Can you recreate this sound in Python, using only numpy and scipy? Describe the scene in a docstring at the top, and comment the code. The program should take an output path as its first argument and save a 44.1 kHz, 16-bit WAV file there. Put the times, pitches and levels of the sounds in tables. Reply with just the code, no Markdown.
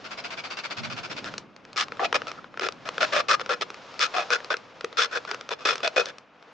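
"""Cutting a plastic bottle in a yard

A thin blade cuts into an empty plastic bottle held on the ground of a walled yard, heard in stereo.
Quick light sawing gives way to single strokes, faint to hard: uneven noise forces ring the hollow shell.
Short noise bursts make the plastic snap, a decaying sine makes one hollow knock, and the walls answer.
Behind them are coloured noise for the bottle rubbing on the earth and an outdoor rumble, one dull bump,
and a faint mains hum of steady sines."""
import sys
import numpy as np
from scipy import signal
from scipy.fft import rfft, irfft, next_fast_len
from scipy.io import wavfile
from scipy.ndimage import map_coordinates

SR = 44100
rng = np.random.default_rng(int(sys.argv[2]) if len(sys.argv) > 2 else 0)


def unload_wav(signal):
    """Save mono or channel-first audio to the path in sys.argv[1] as 16-bit WAV at rate SR, clipped to [-1, 1]."""
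    wavfile.write(
        sys.argv[1],
        SR,
        np.round(np.clip(np.atleast_2d(signal).T, -1, 1) * 32767).astype(np.int16),
    )


N = 287955

SIZE = 8192  # samples in one event
LEAD_S = 0.006  # silence ahead of each event
T = np.maximum(np.arange(SIZE) / SR - LEAD_S, 0)  # seconds since the event began
HZ = np.fft.rfftfreq(SIZE, 1 / SR)

# single strokes, from a last light sawing stroke and faint rubs to hard cuts;
# a hollow one flexes the whole bottle, a tearing one rasps, a loosely held one rings:
# start_s, end_s, level_db, hollowness_db, tearing_db, shell_ring_db, growth_db,
# belly_hz, wall_hz (resonances before the wall flexes)
STROKES = [(1.25, 1.296, -41, -3, -1.5, 1, -7, 630, 1530),
           (1.765, 1.837, -30.5, -9, 1.5, -3, -3, 803, 1266),
           (1.996, 2.036, -33, 9.5, -4.5, 0, 2, 760, 1200),
           (2.036, 2.059, -29.5, 3.5, 3.5, 9, 9, 710, 1290),
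           (2.143, 2.164, -23.5, 0.5, 1, 10, 7, 520, 1206), (2.269, 2.306, -41, -3, 0, 14, -13, 600, 1360),
           (2.375, 2.394, -52, 3, -18, 14, -9, 497, 1260), (2.609, 2.672, -32, 2, -1, 7.5, 3, 382, 1310),
           (2.854, 2.885, -40, 1, -1.5, 17, 0, 644, 1320),
           (3.005, 3.049, -24.5, 1.5, -1, 7.5, -0.5, 603, 1380),
           (3.122, 3.21, -26.5, 2, -.5, 3.5, 1.5, 598, 1205),
           (3.283, 3.352, -24, -5, -2.5, 10.5, -2, 523, 1167),
           (3.397, 3.415, -34.5, 2, -1.5, 4, 11, 473, 1330), (3.492, 3.545, -29, 2, -2.5, 9, -4, 495, 1410),
           (3.608, 3.627, -29.5, -1, 1, 0, 15, 480, 1300), (4, 4.065, -27.5, -9, 1.5, 11, -2.5, 546, 1330),
           (4.139, 4.232, -30.5, 4, -0.5, 12, -3, 715, 1214),
           (4.308, 4.362, -26, -2.5, -1.5, 13.5, 0, 485, 1397),
           (4.502, 4.538, -29.5, 2, -2.5, 12, -5, 568, 1410),
           (4.97, 5.06, -26.5, -5.5, 0.5, 2.5, -2, 474, 1370),
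           (5.11, 5.182, -33, 0, -2.5, 9, 10.5, 493, 1584), (5.273, 5.35, -41.5, 0, -4, 5, -5, 415, 1390),
           (5.505, 5.538, -34.5, 2.5, 2, 7, 4, 490, 1000), (5.584, 5.626, -47.5, 0, 0, 15, 7, 500, 1260),
           (5.651, 5.74, -27, -3, 1, 9, -9, 472, 1410), (5.83, 5.879, -29.5, 4, 2.5, 12, -6, 640, 1480),
           (5.961, 6.017, -25, 4.5, 2, 22, -1.5, 499, 1410), (6.063, 6.107, -43, 1, 0, 9, 2, 586, 1690)]


def amp(db):
    """Decibels to gain."""
    return 10 ** (np.asarray(db) / 20)


def unit(x):
    """Scale to rms 1."""
    return x / np.sqrt(np.mean(x ** 2) + 1e-20)


def along(points, hz):
    """Read (frequency in Hz, value) points on a log frequency axis."""
    point_hz, values = np.transpose(points)
    return np.interp(np.log(hz + 1), np.log(point_hz), values)


def over_time(points, seconds):
    """Read (time in s, value) points in straight lines."""
    return np.interp(seconds, *np.transpose(points))


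def wobble(knots_per_s):
    """A smooth random curve through evenly spaced knots."""
    knots = rng.standard_normal(int(N * knots_per_s / SR) + 4)
    return map_coordinates(knots, [np.arange(N) * knots_per_s / SR])


def filtered(x, response):
    """Filter x by a gain that depends on frequency."""
    m = next_fast_len(N + SR // 2)
    spectrum = rfft(x, m) * response(np.fft.rfftfreq(m, 1 / SR))
    return irfft(spectrum, m)[..., :N]


def rush(colour):
    """Coloured noise of rms 1 (mid, side)."""
    noise = rng.standard_normal((2, N))
    return unit(filtered(noise, lambda hz: amp(along(colour, hz))))


def add(track, start_s, sound):
    """Mix in an event, with its lead-in, so that it starts at start_s."""
    first = max(round((start_s - LEAD_S) * SR), 0)
    part = track[:, first:][:, :SIZE]
    part += sound[:, :part.shape[1]]


def stereo(pair, width, left_db, bass_width=0.65):
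    """Mid and side to left and right; the long waves reach both microphones more alike."""
    mid, side = pair
    side = width * filtered(side, lambda hz: along([(500, bass_width), (2200, 0.9)], hz))
    return np.array([mid + side, mid - side]) * amp([[left_db / 2], [-left_db / 2]])


def body(colour, modes):
    """Causal, minimum-phase response of the bottle: a broad colour lifted or lowered at each mode."""
    db = along(colour, HZ)
    for hz, width_hz, lift_db in modes:
        db = db + lift_db / (1 + ((HZ - hz) / width_hz) ** 2)
    # folding the cepstrum onto positive time leaves no sound ahead of the force
    cepstrum = irfft(np.log(amp(db)))
    cepstrum[1:SIZE // 2] *= 2
    cepstrum[SIZE // 2 + 1:] = 0
    return np.exp(rfft(cepstrum))


def lasting(x, length_s):
    """Give each row the energy of rms 1 held for length_s."""
    energy = np.sum(x ** 2, axis=-1, keepdims=True)
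    return x * np.sqrt(length_s * SR / energy)


def range_levels(table, level_db, *colours_db):
    """Levels of belly, wall, rasp and hiss for one event of a given strength and colour."""
    return [level_db + offset_db + np.dot(slopes, colours_db) for offset_db, *slopes in table]


def ring(spectrum, levels_db, length_s):
    """Sound the bottle, with its belly, wall, rasp and hiss ranges each at its own strength."""
    # borders between the four ranges: border_hz
    borders_hz = [930, 2000, 3900]
    below = [1 / (1 + (HZ / hz) ** 20) for hz in borders_hz]
    bands = np.diff([0 * HZ, *below, 0 * HZ + 1], axis=0)
    sound = 0
    for level_db, band in zip(levels_db, bands):
        sound = sound + amp(level_db) * lasting(irfft(spectrum * band), length_s)
    return sound


def drag(length_s, growth_db, swell_db, attack_s, release_s, catches_per_s, catch_life_s, slide):
    """Force of one stroke (mid, side): the edge catches at uneven moments and slides in between."""
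    u = np.clip(2 * T / length_s - 1, -1, 1)  # -1 at the start of the stroke, 1 at its end
    pressure = amp(growth_db * u / 2 - swell_db * u ** 2)
    pressure *= 1 - np.exp(-T / attack_s)
    pressure *= np.exp(-np.maximum(T - length_s, 0) / release_s)
    catches = (rng.random(SIZE) < catches_per_s / SR) * rng.uniform(0.77, 1, SIZE)
    tearing = unit(signal.lfilter([1], [1, -np.exp(-1 / (catch_life_s * SR))], catches))
    return pressure * (tearing + slide) * rng.standard_normal((2, SIZE))


def strokes(belly_lift_db=13, wall_lift_db=12, flex=0.037, swell_db_per_s=70, grazing_swell=0.32):
    """Single strokes on the wall; the grip sets the two lowest modes, long grazing ones swell midway."""
    # broad colour of the scraping: hz, level_db
    scrape = [(60, -30.5), (150, -23.5), (300, -8), (400, 0.5), (700, 3), (1000, -3), (1300, 2), (2000, -3),
              (3000, -7), (5500, -9.5), (7000, -21), (8800, -37), (10000, -58.5)]
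    # higher resonances that ring alike in every stroke: hz, width_hz, lift_db
    shell = [(1704, 37, 7), (4160, 15, 6), (5200, 45, 7)]
    # two valleys and one slight lift between the resonances of the shell: hz, width_hz, lift_db
    between = [(900, 36, -5.5), (2150, 60, -2), (3080, 77, 0.5)]
    # as the cut lengthens the upper shell rings more freely:
    # hz, width_hz, lift_at_time_zero_db, growth_db_per_s
    loosening = [(3455, 68, -2, 2), (3540, 50, -3.5, 2)]
    # belly, wall, rasp and hiss of a stroke: offset_db, db_per_db_of_hollowness, db_per_db_of_tearing
    balance = [(-4, 1.1, .1), (0.04, -0.2, -0.63), (-3, -0.08, 1.14), (-8, -0.52, .5)]
    track = np.zeros((2, N))
    for start_s, end_s, level_db, hollow_db, tear_db, shell_db, growth_db, belly_hz, wall_hz in STROKES:
        length_s = end_s - start_s
        swell_db = swell_db_per_s * length_s - grazing_swell * hollow_db
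        force = drag(length_s, growth_db, swell_db, attack_s=0.0006, release_s=0.0041,
                     catches_per_s=450, catch_life_s=0.0012, slide=1.0)
        upper = [(hz, width_hz, lift_db + rise * start_s) for hz, width_hz, lift_db, rise in loosening]
        steady = [(2515, 70, shell_db), *upper, *shell, *between]
        # the wall flexes under the blade, so its resonances slide during the stroke
        responses = []
        for bend in np.exp(flex * rng.standard_normal(2)):
            lowest = [(belly_hz * bend, 65, belly_lift_db), (wall_hz * bend, 90, wall_lift_db)]
            responses.append(body(scrape, [*lowest, *steady]))
        early, late = responses
        progress = np.clip(T / length_s, 0, 1)
        spectrum = rfft(force * (1 - progress)) * early + rfft(force * progress) * late
        levels_db = range_levels(balance, level_db, hollow_db, tear_db)
        add(track, start_s, ring(spectrum, levels_db, length_s))
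    return stereo(track, width=0.58, left_db=2.0)


def sawing(count=18, first_middle_s=0.058, strokes_per_s=15.15, bite_share=0.54, level_db=-3.0,
           uneven_db=0.8, swell_db=4.0, uneven_swell_db=3, drift=0.033, extra_lift_db=0.5, vary_db=1.05):
    """The blade nicks back and forth at an even pace, each stroke biting and ringing a bit differently."""
    # how hard the blade is pressed, ahead of the overall level: time_s, relative_level_db
    effort = [(.05, -38), (.13, -35), (.4, -32.5), (.64, -31.5), (.9, -32.5), (1.19, -34)]
    # the still stiff bottle, ahead of drift and variation: hz, width_hz, lift_db
    stiff_modes = [(647, 71, 12.5), (1374, 170, 4.5), (2180, 85, 7), (2500, 190, 6.5), (3530, 73, 7),
                   (4180, 35, 8.5), (4820, 120, 9)]
    # broad colour of a nick: hz, level_db
    nick = [(100, -39), (300, -6.5), (600, -11.5), (900, -3.5), (1500, 0), (2000, -7), (2800, -2.5),
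            (4000, -8), (5400, -8.5), (7000, -18.5), (8800, -36), (10000, -53)]
    track = np.zeros((2, N))
    length_s = bite_share / strokes_per_s
    for k, (strength, shape) in enumerate(rng.standard_normal((count, 2))):
        middle_s = first_middle_s + k / strokes_per_s
        stroke_db = over_time(effort, middle_s) + uneven_db * strength + level_db
        modes = []
        for hz, width_hz, lift_db in stiff_modes:
            drifted_hz = hz * np.exp(drift * rng.normal())
            modes.append((drifted_hz, width_hz, lift_db + extra_lift_db + vary_db * rng.normal()))
        force = drag(length_s, 0, swell_db + uneven_swell_db * shape, attack_s=0.001, release_s=0.0084,
                     catches_per_s=790, catch_life_s=0.002, slide=1.2)
        sound = irfft(rfft(force) * body(nick, modes))
        add(track, middle_s - length_s / 2, amp(stroke_db) * lasting(sound, length_s))
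    return stereo(track, width=0.75, left_db=1.5, bass_width=1.0)


def snaps(burst_s=0.00075, length_s=0.008, creak_db=-25, creak_life_s=0.015):
    """Each snap is a millisecond burst that rings the shell, with a faint creak as the wall settles."""
    # the blade catches and the plastic snaps: peak_s, level_db, sharpness_db
    catches = [(1.1185, -41, 3), (1.2438, -37.5, 4), (1.34, -36, -2), (1.3812, -37.5, 12),
               (1.564, -49.5, 5.5), (1.6516, -48, 2.5), (1.7308, -48, 8.5), (1.7613, -37, 2.5),
               (1.8837, -40.5, -3.5), (1.9212, -33, -7), (1.9709, -44, -5), (1.9953, -31, -26),
               (2.1279, -22.5, -4.5), (2.2191, -32, -7), (2.2703, -34.5, -3), (2.3165, -36, 1.5),
               (2.4435, -42.5, -12), (2.5416, -45, -15), (2.5745, -34, -8), (2.5961, -29.5, 2),
               (2.6875, -27, 0), (2.7234, -45.5, 9), (2.8898, -28, -0.5), (2.944, -48, 1),
               (2.9813, -26.5, -7), (3.286, -33, 6), (3.3968, -32.5, -3.5), (3.4615, -35.5, -1),
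               (3.4962, -27.5, -16), (3.6123, -32.5, 5), (3.7032, -36.5, -0.5), (3.7439, -41.5, 2),
               (3.942, -46, 1), (3.9936, -35, 11.5), (4.3046, -25.5, 0.5), (4.4041, -40, -8),
               (4.4459, -40, 6.5), (4.504, -28, -16), (4.5416, -24.5, -10), (4.5687, -42, 10),
               (4.8098, -36.5, 0.5), (4.8458, -30, 0), (4.9283, -42, -1), (5.251, -37.5, -2.5),
               (5.3137, -29.5, 4.5), (5.3457, -33, -1), (5.411, -38, 3), (5.4912, -34, 2.5),
               (5.5163, -32.5, -0.5), (5.6547, -29.5, 1), (5.7563, -32.5, 3), (5.7809, -39.5, 6),
               (5.805, -39, -5), (5.8768, -27.5, 6), (6.0575, -39.5, 12.5), (6.0877, -44, 7.5),
               (6.1839, -46, 6.5), (6.4261, -51.5, 0)]
    # broad colour of a snap: hz, level_db
    click = [(80, -42), (200, -29.5), (320, -4.5), (450, 5), (800, -0.5), (1300, 2), (2000, -1.5),
             (3000, -4.5), (5400, -5.5), (7000, -18.5), (8800, -32.5), (10000, -51)]
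    # belly, wall, rasp and hiss of a snap: offset_db, db_per_db_of_sharpness
    balance = [(-6.5, 0.08), (-1.6, -0.2), (-5, 0.32), (-9, 1.07)]
    track = np.zeros((2, N))
    for peak_s, level_db, sharp_db in [*catches, *crackle()]:
        push = T / burst_s * np.exp(1 - T / burst_s)
        creak = amp(creak_db) * (T > 0) * np.exp(-T / creak_life_s)
        force = (push + creak) * rng.standard_normal((2, SIZE))
        bend = np.exp(0.034 * rng.standard_normal())
        response = body(click, [(490 * bend, 100, 7), (1300 * bend, 130, 9), (2510, 90, 4)])
        levels_db = range_levels(balance, level_db, sharp_db)
        add(track, peak_s - burst_s, ring(rfft(force) * response, levels_db, length_s))
    return stereo(track, width=0.26, left_db=2)


def crackle(below_db=-9, spread_db=3, count=24):
    """Small snaps at chance moments inside the single strokes: rows of peak_s, level_db, sharpness_db."""
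    rows = []
    for which, when, size in rng.random((count, 3)):
        start_s, end_s, stroke_db, *_ = STROKES[int(which * len(STROKES))]
        level_db = stroke_db + below_db + spread_db * (2 * size - 1)
        rows.append((start_s + when * (end_s - start_s), level_db, 0))
    return rows


def pop(start_s=4.843, level_db=-15, hz=460, rise_s=0.0018, t60_s=0.039):
    """A dent springs back, and the belly of the bottle gives one hollow knock: a decaying sine."""
    track = np.zeros((2, N))
    envelope = amp(level_db - 60 * T / t60_s) * (1 - np.exp(-T / rise_s))
    knock = envelope * np.sin(2 * np.pi * hz * T)
    add(track, start_s, np.outer([1, 0], knock))  # mid only
    return stereo(track, width=0, left_db=2)


def yard(x, wet_db=-19, delay_s=0.006):
    """The walls answer with a short, diffuse tail: noise that decays at its own pace at each pitch."""
    # decay of the yard: hz, t60_s
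    decay = [(200, 0.44), (1300, 0.16), (4000, 0.06), (9000, 0.11)]
    hz, t, z = signal.stft(rng.standard_normal((2, SR // 2)), SR, nperseg=256)
    fading = z * amp(-60 * t / along(decay, hz)[:, None])
    tail = signal.istft(fading, SR, nperseg=256)[1]
    tail = np.pad(tail / np.linalg.norm(tail[0]), ((0, 0), (round(delay_s * SR), 0)))
    return amp(wet_db) * signal.fftconvolve(x, tail, axes=1)[:, :N]


def ground(rumble_db=1, rub_db=1, grit_db=-55, grit_from_db=-48, grit_grows=1.75):
    """A low outdoor rumble, and the bottle rubbing unevenly on sandy earth: the harder, the grittier."""
    # colours of the rumble, the rubbing and the grit: hz, level_db
    rumble_colour = [(20, -14), (55, -19), (90, -7), (125, 1), (230, 2.5), (320, 0.5), (600, -9.5),
                     (1500, -53.5)]
    rub_colour = [(150, -22), (300, -10.5), (480, 2.5), (850, -0.5), (1300, 0.5), (1900, -6.5), (2500, -7),
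                  (3500, -15), (8000, -69)]
    grit_colour = [(1200, -31), (2500, -0.5), (3500, 2.5), (5400, -1), (7000, -10.5), (8800, -32.5),
                   (10000, -35.5)]
    # outdoor rumble, ahead of its overall level: time_s, relative_level_db
    rumble_points = [(0, -53.5), (.6, -57), (1.3, -46.5), (1.55, -60.5), (2.05, -50.5), (2.5, -56.5),
                     (3.1, -52), (4.1, -60.5), (6.05, -59.5), (6.3, -71)]
    # how hard the bottle rubs, ahead of its overall level: time_s, relative_level_db
    rub_points = [(0, -48.5), (1.36, -47), (1.48, -58.5), (1.7, -54), (1.95, -49.5), (2.2, -47.5),
                  (2.36, -49), (2.5, -56), (2.66, -48.5), (2.78, -52.5), (3.08, -41), (3.3, -53),
                  (3.44, -48), (3.67, -50), (4.2, -43.5), (4.72, -52), (5.35, -47.5), (5.56, -54),
                  (5.7, -43), (5.91, -49), (6.03, -44), (6.14, -53.5), (6.31, -60), (6.42, -55)]
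    t = np.arange(N) / SR
    rumble_level_db = over_time(rumble_points, t)
    rub_level_db = over_time(rub_points, t)
    grit = amp(grit_db + grit_grows * (rub_level_db - grit_from_db))
    shifting = amp(0.79 * wobble(50))
    grains = unit(amp(0.89 * wobble(700)))
    smooth_rub = amp(rub_db + rub_level_db) * rush(rub_colour)
    rubbing = shifting * (smooth_rub + grit * grains * rush(grit_colour))
    rumble = amp(rumble_db + rumble_level_db) * rush(rumble_colour)
    return stereo(rumble, width=0.58, left_db=-1.0) + stereo(rubbing, width=0.34, left_db=1)


def thud(start_s=0.777, level_db=-40, rise_s=0.0047, t60_s=1.0):
    """One dull, low bump during the sawing: low noise with a quick rise and a slow decay."""
    age = np.maximum(np.arange(N) / SR - start_s, 0)
    envelope = (1 - np.exp(-age / rise_s)) * amp(level_db - 60 * age / t60_s)
    boom = rush([(70, -36), (112, 6.5), (170, -3.5), (237, 2.5), (320, -25), (800, -55)])
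    return stereo(envelope * boom, width=1.3, left_db=-7.0)


def hum(level_db=-1):
    """Something electrical hums far off: steady sines, alike on both sides."""
    # faint mains hum, ahead of its overall level: hz, relative_level_db
    partials = [(100, -77), (150, -74.5), (200, -69), (250, -68), (300, -65)]
    t = np.arange(N) / SR
    return sum(amp(db + level_db) * np.sin(2 * np.pi * (hz * t + rng.random())) for hz, db in partials)


def scene(lean_db_per_s=0.03, lean_from_s=3.5):
    """The bottle, leaning slowly to the left, and its echo over the background."""
    lean_db = lean_db_per_s * (np.arange(N) / SR - lean_from_s)
    bottle = sawing() + strokes() + snaps() + pop()
    bottle = bottle * amp([lean_db / 2, -lean_db / 2])
    return bottle + yard(bottle) + ground() + thud() + hum()


def record(dry, top_hz=9900):
    """The recorder cuts off steeply above its band limit."""
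    return filtered(dry, lambda hz: 1 / np.sqrt(1 + (hz / top_hz) ** 80))


dry = scene()
out = record(dry)
unload_wav(out)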